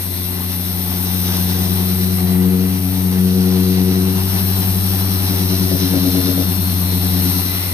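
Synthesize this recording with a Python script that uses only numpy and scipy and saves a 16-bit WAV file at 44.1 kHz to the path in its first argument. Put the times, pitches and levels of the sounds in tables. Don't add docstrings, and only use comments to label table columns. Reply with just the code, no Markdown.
import sys
import numpy as np
from scipy import signal
from scipy.fft import rfft, irfft, next_fast_len
from scipy.io import wavfile
from scipy.ndimage import uniform_filter1d, map_coordinates

SR = 44100
rng = np.random.default_rng(int(sys.argv[2]) if len(sys.argv) > 2 else 0)


def wav_out(sig):
    wavfile.write(sys.argv[1], SR, np.round(np.clip(np.atleast_2d(sig).T, -1, 1) * 32767).astype(np.int16))


N = 340893
PINION, RING = 13, 46


def amp(db):
    return 10 ** (np.asarray(db) / 20)


def unit(x):
    return x / np.sqrt(np.mean(np.abs(x) ** 2) + 1e-20)


def swing(db):
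    return db - db.mean()


def along(rows, hz):
    f, *cols = np.transpose(rows)
    return np.array([np.interp(np.log(hz + 1), np.log(f + 1), c) for c in cols])


def curves(rows):
    s, *cols = np.transpose(rows)
    return [np.interp(np.arange(N) / SR, s, c) for c in cols]


def spells(rows, rise_s, fall_s):
    t = np.arange(N) / SR
    total = 0
    for start, end, strength in rows:
        ramp = np.minimum((t - start) / rise_s, (end - t) / fall_s) + .5
        total = total + strength * np.clip(ramp, 0, 1)
    return total


def wobble(rate):
    knots = rng.standard_normal(int(N * rate / SR) + 4)
    coarse = np.arange(0, N + 32, 32)
    smooth = map_coordinates(knots, [coarse * rate / SR], mode="nearest")
    return np.interp(np.arange(N), coarse, smooth)


def angle(rate):
    return 2 * np.pi * np.cumsum(rate) / SR


# (frequency [Hz], left-right likeness [0-1], phase by which left leads [rad])
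PORT_COHERENCE = [(30, 0.9, 2), (101, 0.56, 0.5), (317, 0.8, 1), (770, 0.71, 0), (1780, 0.58, -2.5),
                  (2810, 0.66, -1.5), (3370, 0.58, -4), (5860, 0.77, -4.5), (8700, 0.02, -7),
                  (14500, 0, -2.5)]


def rush(colour, patchy_db=0):
    size = next_fast_len(N + 8192)
    hz = np.fft.rfftfreq(size, 1 / SR)
    alike, lead = along(PORT_COHERENCE, hz)
    alike = np.clip(alike, 0, 1)
    a, b = rfft(rng.standard_normal((2, size)))
    right = alike * np.exp(-1j * lead) * a + np.sqrt(1 - alike ** 2) * b
    pair = np.array([a, right]) * amp(along(colour, hz))
    pair = irfft(pair, size)[:, :N]
    if patchy_db:
        z = signal.stft(pair, nperseg=1024)[2]
        field = uniform_filter1d(rng.standard_normal(z.shape), size=6, axis=1)
        field = uniform_filter1d(field, size=20, axis=2)
        pair = signal.istft(z * amp(patchy_db * unit(field)), nperseg=1024)[1][:, :N]
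    return pair / np.std(pair.mean(axis=0))


# (time [s], orbit rate [Hz])
ORBIT_RATE = [(0, 90.3), (1.35, 90.8), (1.85, 92.2), (3.85, 92.8), (4.93, 94.7), (5.7, 92.77), (6.2, 91.48),
              (7.73, 91.25)]
# (time [s], spin rate [Hz], rocking [0-1])
PAD_SPIN = [(0, 9.26, 0.26), (.6, 9.9, 0.1), (2, 9.7, 0), (2.6, 9.5, 0), (2.85, 9.4, .2), (3.15, 9.5, 0),
            (3.9, 9.8, 0), (4.4, 12.2, 0.32), (5.05, 11, 0.2), (5.3, 10.2, 0.6), (5.7, 9.49, 0.73),
            (6.15, 8.93, 0.64), (6.6, 9.16, 0.68), (6.85, 8.85, 0.2), (7.1, 8.9, 0.1), (7.73, 12, 0.5)]


def motion(press_s=5.72):
    speed, = curves(ORBIT_RATE)
    spin_rate, rocking = curves(PAD_SPIN)
    spin = angle(spin_rate)
    spin -= np.interp(press_s, np.arange(N) / SR, spin)
    orbit = angle(speed * (1 + 0.000457 * wobble(14)))
    return orbit, spin, rocking


# (start [s], end [s], strength [0-1])
EDGE_LEANS = [(5.12, 6.43, 0.13), (5.86, 6.43, 0.59)]


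def edge_leaning():
    return spells(EDGE_LEANS, rise_s=0.3, fall_s=0.052)


# (start [s], end [s], lift [dB], centre frequency [Hz], width [octaves])
PANEL_BOOMS = [(0, 0.39, 12, 365, 0.22), (1.503, 2.284, 4, 367, 0.13), (2.277, 2.61, 6, 273, 0.16),
               (2.3, 2.723, 11, 530, 1.8), (2.665, 3.097, 12.5, 275, 0.15), (3.118, 4.126, 9.5, 475.4, 1.6),
               (3.37, 4.233, 7, 289, 0.42), (4.13, 4.453, 5.5, 366, 0.15), (5.1, 5.8, 2.5, 370, 0.17),
               (6.95, 7.49, 10.5, 275, 0.28)]


def booming(hz):
    lifts = []
    for start, end, db, centre, width in PANEL_BOOMS:
        octaves = np.log2(hz / centre)
        lifts.append((start, end, db * np.exp(-(octaves / width) ** 2)))
    return spells(lifts, rise_s=0.25, fall_s=0.24)


# (frequency [Hz], left minus right [dB])
HUM_BALANCE = [(92, 3.5), (185, 5.5), (277, 8), (370, 8.5), (460, 9.5), (800, 4)]


def at_ports(line, order):
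    ratio = amp(along(HUM_BALANCE, order * 92)[0])
    return np.outer([ratio, 1], line) * 2 / (1 + ratio)


def harmonic(order, orbit, spin, rocking, swell, bend, lag, rough, flutter):
    turn = spin - lag + .3 * wobble(9)
    rocking = rocking * amp(2 * wobble(11))
    bent_turn = turn + np.pi / 9 + 0.28 * wobble(5)
    throb = np.exp(rocking * (swell * np.cos(turn) + 1j * bend * np.cos(bent_turn)))
    throb += flutter * rocking * np.exp(-2j * turn)
    power = uniform_filter1d(np.abs(throb) ** 2, SR // 5)
    throb /= np.sqrt(np.abs(power))
    grip = unit(1 + rough * (wobble(35) + 1j * wobble(35)))
    stray = 0.6 * (order - 1) * wobble(1.489)
    line = -np.sqrt(2) * np.real(throb * grip * np.exp(1j * (order * orbit + stray)))
    return at_ports(line, order)


# (time [s], sway of the whole panel [dB], reference drumming under the pad [dB])
PANEL_DRIVE = [(0, -26, -38), (.4, -25, -31.5), (.9, -24.5, -28), (1.45, -20.5, -23.5), (2.25, -20, -21),
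               (2.6, -21.5, -22.5), (2.82, -20.5, -25), (3.15, -21, -21), (3.9, -20, -23),
               (4.7, -18.5, -26), (5.05, -19, -25.5), (5.65, -19.5, -21), (6.1, -22, -21),
               (6.8, -19, -26.5), (7.25, -19, -22.5), (7.48, -23, -31.5), (7.73, -23, -36)]
# (level against mean drumming [dB], growth with drumming [dB/dB],
# added at full rocking [dB], added at full leaning [dB])
HUM_HARMONICS = [(2.06, 1.0, -1.5, -5), (-17.5, 0.66, 14, 15.5), (-16.5, 1.04, 4.5, 2.5),
                 (-23.5, 1.3, -4, 13)]
# (multiple of the orbit [1], level against the fifth [dB])
HUM_OVERTONES = [(6, -14), (7, -19), (8, -17), (9, -20)]
BOOM_LAG = 0.35


def hum(orbit, spin, rocking, leaning):
    sway, drumming = curves(PANEL_DRIVE)
    pitch = curves(ORBIT_RATE)[0].mean()
    levels = []
    for order, (db, growth, rock_db, lean_db) in enumerate(HUM_HARMONICS, 2):
        level = drumming.mean() + db + growth * swing(drumming)
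        level = level + rock_db * rocking + lean_db * leaning
        levels.append(level + booming(order * pitch))
    second, third, fourth, fifth = [amp(level) for level in levels]

    def line(order, rock, **shape):
        late = orbit - BOOM_LAG * booming(order * pitch) / order
        return harmonic(order, late, spin, rock, **shape)

    out = amp(sway) * harmonic(1, orbit, spin, rocking, swell=0.15, bend=0.074, lag=2.7, rough=0.061, flutter=0.024)
    out += second * line(2, rocking, swell=.85, bend=1.25, lag=.06, rough=.1, flutter=.4)
    loose = 0.19 + 0.15 * rocking
    out += third * line(3, loose, swell=.9, bend=.6, lag=1.6, rough=.12, flutter=.3)
    out += fourth * line(4, loose, swell=.65, bend=.85, lag=.55, rough=.1, flutter=.35)
    out += fifth * line(5, loose, swell=.65, bend=1.0, lag=.55, rough=.2, flutter=.22)
    for order, db in HUM_OVERTONES:
        out += fifth * amp(db - 1.3) * line(order, loose, swell=1.1, bend=.9, lag=.2, rough=.5, flutter=.3)
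    return out


# (multiple of the orbit [1], turns of the pad added [1], level [dB])
SIDEBANDS = [(2, -3, -48), (2, -2, -38), (2, -1, -39), (2, 1, -39), (3, -4, -51), (3, -3, -49),
             (3, -2, -39), (3, 1, -37.5), (3, 2, -48), (4, -3, -52), (4, -2, -46), (4, 1, -44), (5, 1, -53)]
# (time [s], change of the second harmonic's side tones [dB], change of the higher ones' [dB])
UNEVENNESS = [(0, -9, -7), (.9, -7, 0), (1.4, -4, 0), (1.9, 3, -1), (2.5, -2, -5), (3.3, -4, -12),
              (4.1, -1, -4), (4.8, 0, -1), (5.4, 0, -1), (6.2, 4, 3), (6.6, 0, 1.5), (7.25, 0, 4),
              (7.73, -5, -3.5)]
# (time [s], level [dB])
NASAL_TONE = [(0, -62), (1.3, -58), (1.7, -50), (3, -51), (3.7, -52), (4.5, -48.5), (5.6, -49), (7, -51),
              (7.73, -58)]


def warble(orbit, spin):
    second_db, higher_db = curves(UNEVENNESS)
    out = np.zeros((2, N))
    for order, turns, db in SIDEBANDS:
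        uneven_db = second_db if order == 2 else higher_db
        level = amp(db + uneven_db) * unit(amp(1.6 * wobble(4)))
        phase = order * orbit + turns * spin + rng.uniform(0, 2 * np.pi) + .55 * wobble(3)
        out += at_ports(level * np.sqrt(2) * np.cos(phase), order)
    nasal_level = amp(curves(NASAL_TONE)[0] + 1.5 * wobble(9))
    nasal = nasal_level * np.sqrt(2) * np.cos(7 * orbit + spin + .4 * wobble(9))
    return out + at_ports(nasal, order=7)


# (frequency [Hz], left [dB], right [dB])
FOAM_COLOUR = [(200, -25, -38), (440, 1, -21), (620, -9.5, -8), (752, 1, -4), (1040, -3.5, -17),
               (1560, -8.5, -10), (1900, -8.5, -5), (2300, -13, -11.5), (3210, -12, -12.5),
               (5000, -42, -44)]
# (frequency [Hz], left [dB], right [dB])
RUMBLE_COLOUR = [(20, -11, -19), (45, -13, -16), (59.7, 1, -8), (133, -6.5, -13.5), (187, 6.5, 4),
                 (224, -5, -6), (250, 2, -2), (305, -3, -13), (365, -3.5, -8), (422, -6.5, -15),
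                 (546, -44, -22), (1200, -65, -41)]


def foam(orbit, spin, rocking):
    sway_db = 0.6 * swing(curves(PANEL_DRIVE)[0])
    rub_db = sway_db - 0.5 * rocking
    stroke = unit((1 + 0.022 * np.cos(orbit)) * (1 + 0.079 * rocking * np.cos(spin)))
    swish = amp(rub_db - 38.5 + 1.54 * wobble(17)) * stroke * rush(FOAM_COLOUR, patchy_db=1.64)
    drag = amp(1.2 * wobble(9)) * (1 + .4 * rocking * np.cos(spin))
    rumble = amp(rub_db - 34.0) * drag * rush(RUMBLE_COLOUR)
    return swish + rumble


# (time [s], fan hiss [dB], gearbox rasp [dB])
HAND_EXPOSURE = [(0, -24, -37), (.6, -24, -36), (1.35, -22, -31.5), (2.2, -23.5, -35), (2.52, -27.5, -39),
                 (2.85, -25, -36.5), (3.4, -26.5, -35), (4, -25, -33.5), (4.35, -22, -32.5),
                 (4.95, -22, -32.5), (5.65, -22.5, -30), (6.95, -22.5, -34), (7.3, -21, -30.5),
                 (7.73, -22.5, -33)]
# (time [s], low housing resonance [dB])
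HOUSING_LEVEL = [(0, -48), (1.3, -50), (2.8, -50), (3.5, -65), (5.1, -63), (6.2, -60), (7.25, -46.5),
                 (7.55, -38.5), (7.73, -38.5)]
# (frequency [Hz], left [dB], right [dB])
RASP_COLOUR = [(1400, -4.5, -9), (2560, -9, -9), (3270, -4, -2.5), (3570, -0.5, -5), (3980, -3.5, 3.5),
               (4160, -1, 0.5), (4620, -8.5, -0.5), (5570, -2.5, -19), (5920, -1, -6.5), (6440, -19, -2.5),
               (7000, -48, -34), (9000, -36, -42)]
# (frequency [Hz], left [dB], right [dB])
LOW_RESONANCE = [(1400, -35, -35), (1920, -13, -13), (2020, 0, 0), (2120, -14, -14), (2900, -17, -17),
                 (3400, -35, -35)]
# (frequency [Hz], left [dB], right [dB])
HIGH_RESONANCE = [(4160, -37, -28), (4880, 3, -4.5), (5210, 7.5, 10), (5940, -4.5, 1.5), (6800, -43, -44)]
# (time [s], mesh tone [dB], one motor turn below [dB], two below [dB])
MESH_LEVELS = [(0, -46, -50, -50), (.7, -49, -54, -47), (1.2, -53, -48, -45), (1.7, -51, -45, -49),
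               (2.7, -50, -49, -60), (3.4, -54, -52, -62), (4, -49, -48, -56), (4.9, -51, -43, -53),
               (5.4, -46, -47, -52), (6.3, -39, -50, -42), (7.2, -38, -40, -48), (7.73, -40, -43, -50)]
# (left [dB], right [dB])
MESH_BALANCE = [(-1.5, 1.5), (-2.5, 2), (2.5, -3)]


def gears(orbit):
    _, rasp_db = curves(HAND_EXPOSURE)
    low_db, = curves(HOUSING_LEVEL)
    high_db = -42.5 + 1.6 * swing(rasp_db)
    shaft = orbit * RING / PINION
    load = unit(1 + .2 * np.cos(orbit) + .07 * np.cos(shaft) + .08 * np.cos(2 * shaft))
    rasp = amp(rasp_db - 2.0) * rush(RASP_COLOUR, patchy_db=1.93)
    rasp += amp(low_db) * rush(LOW_RESONANCE)
    rasp += amp(high_db) * rush(HIGH_RESONANCE)
    teeth = RING * orbit + 0.28 * wobble(30)
    mesh = np.zeros((2, N))
    for below, (tone_db, (left_db, right_db)) in enumerate(zip(curves(MESH_LEVELS), MESH_BALANCE)):
        phase = teeth - below * shaft
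        level = amp(tone_db - .3 + 1.9 * wobble(14))
        tone = np.sqrt(2) * np.cos([phase, phase + 0.88])
        mesh += amp([[left_db], [right_db]]) * level * tone
    return amp(1.28 * wobble(30)) * load * rasp + mesh


def peaked(x, centre_hz, width_hz, lift_db):
    hz, s, z = signal.stft(x, SR, nperseg=512)
    centre = np.interp(s, np.arange(N) / SR, centre_hz)
    band = np.exp(-((hz[:, None] - centre) / width_hz) ** 2)
    out = signal.istft(z * amp(lift_db * band), nperseg=512)[1][:, :N]
    return unit(out) * np.std(x)


# (frequency [Hz], left [dB], right [dB])
VENT_COLOUR = [(6150, -8.5, -11), (7700, -30, -38), (7930, -20, 1.5), (8220, -1, -4.5), (8610, 0.5, 6),
               (9540, -14, 4), (10600, 8, -0.5), (11700, 7, -5), (12800, 9, 0), (13800, -17, -8.5)]
# (frequency [Hz], left [dB], right [dB])
FAN_COLOUR = [(10500, -38, -13.5), (11200, -11, -24), (12000, 6, -15), (12800, 3.5, -12), (14000, 5, -8.5),
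              (14550, 3, -7), (15200, 1, -5)]
# (time [s], centre frequency [Hz])
FAN_PEAK_PATH = [(0, 12400), (.55, 12200), (.8, 13500), (2.2, 13600), (2.6, 13200), (4, 13500),
                 (5.8, 13200), (7.2, 12800), (7.73, 12200)]
# (multiple of the motor's turn [1], left [dB], right [dB])
MOTOR_LINES = [(2, -9, -11), (26, -6, -1), (27, -11, -5), (28, -12, -4), (29, -15, -8), (32, -6, -8),
               (33, 0, -5), (34, -4, -7), (36, -4, -12), (37, 0, -11), (38, 1, -11), (39, 1, -12),
               (40, -1, -11), (41, -1, -11)]
# (start [s], end [s], multiple of the motor's turn [1], lift [dB])
MOTOR_FLARES = [(-.1, .4, 39, 11), (-.1, .75, 40, 11), (1.4, 4.8, 27, 7), (2.3, 3.9, 33, 10),
                (4.25, 4.55, 39, 15), (4.85, 5.25, 39, 11), (5, 5.7, 34, 8), (5.67, 6.3, 39, 12),
                (6.55, 7.8, 38, 7), (6.6, 7.8, 28, 7), (6.95, 7.35, 41, 10), (7.3, 7.8, 39, 8)]


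def motor(orbit):
    fan_db, _ = curves(HAND_EXPOSURE)
    vent_db = -31 + swing(fan_db)
    singing_db = -46.5 + 1.5 * swing(fan_db)
    shaft = orbit * RING / PINION
    chop = unit(1 + 0.021 * np.cos(orbit) + 0.038 * np.cos(shaft) + 0.07 * np.cos(2 * shaft))
    vents = rush(VENT_COLOUR, patchy_db=1)
    fan = rush(FAN_COLOUR, patchy_db=1.4)
    fan = peaked(fan, curves(FAN_PEAK_PATH)[0], width_hz=1100, lift_db=6.5)
    air = amp(vent_db) * vents + amp(fan_db - 3.5) * fan
    whine = np.zeros((2, N))
    for order, left_db, right_db in MOTOR_LINES:
        phase = order * shaft + 0.37 * wobble(25)
        line = np.sqrt(2) * np.cos([phase, phase + rng.uniform(0, np.pi)])
        flares = [(start, end, db) for start, end, multiple, db in MOTOR_FLARES if multiple == order]
        flare_db = spells(flares, rise_s=.1, fall_s=.1)
        flicker = unit(amp(2.2 * wobble(6)))
        whine += amp([[left_db], [right_db]]) * amp(flare_db) * flicker * line
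    whistle = amp(-51) * np.cos(angle(4624 + 6 * wobble(20)))
    return amp(0.6 * wobble(25)) * chop * air + amp(singing_db) * whine + whistle


# (multiple of the orbit [1], level [dB])
BUZZ_LINES = [(4, -31), (5, -31), (6, -38), (7, -39)]
# (frequency [Hz], left [dB], right [dB])
SCUFF_COLOUR = [(110, -10, -20), (153, 18, 5), (225, 1, -8), (330, 13, -6), (420, 0, -11), (583, 2, -2),
                (700, -5, -8), (1100, -20, -16), (2000, -48, -50)]
# (middle [s], length [s], gain of the buzz lines [dB], scuffing noise [dB])
EDGE_SKIPS = [(5.342, 0.027, -8, -32), (5.54, 0.036, -7, -44), (5.741, 0.057, -4, -27),
              (5.96, 0.057, -4, -25.5), (6.074, 0.052, -6, -29), (6.183, 0.072, -2.5, -31),
              (6.301, 0.064, -0.5, -29), (6.408, 0.065, -4, -28)]


def skips(orbit, spin):
    buzz = np.zeros((2, N))
    for order, db in BUZZ_LINES:
        phase = order * orbit + spin + .8 * wobble(20)
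        line = amp(db + 1.5 * wobble(25)) * np.sqrt(2) * np.cos(phase)
        buzz += at_ports(line, order)
    scuff = unit(1 + 0.37 * np.cos(orbit)) * rush(SCUFF_COLOUR)
    out = np.zeros((2, N))
    for s, length, buzz_db, scuff_db in EDGE_SKIPS:
        caught = spells([(s - length / 2, s + length / 2, 1)], rise_s=.012, fall_s=.022)
        out += caught * (amp(buzz_db) * buzz + amp(scuff_db) * scuff)
    return out


def scene():
    orbit, spin, rocking = motion()
    pad = hum(orbit, spin, rocking, edge_leaning())
    pad += warble(orbit, spin)
    pad += foam(orbit, spin, rocking)
    pad += skips(orbit, spin)
    return pad + gears(orbit) + motor(orbit)


def record(dry):
    rounded = dry / (1 + np.abs(dry / .92) ** 8) ** (1 / 8)
    size = next_fast_len(N + 8192)
    kept = np.fft.rfftfreq(size, 1 / SR) < 14560
    return irfft(rfft(rounded, size) * kept, size)[:, :N]


dry = scene()
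out = record(dry)
wav_out(out)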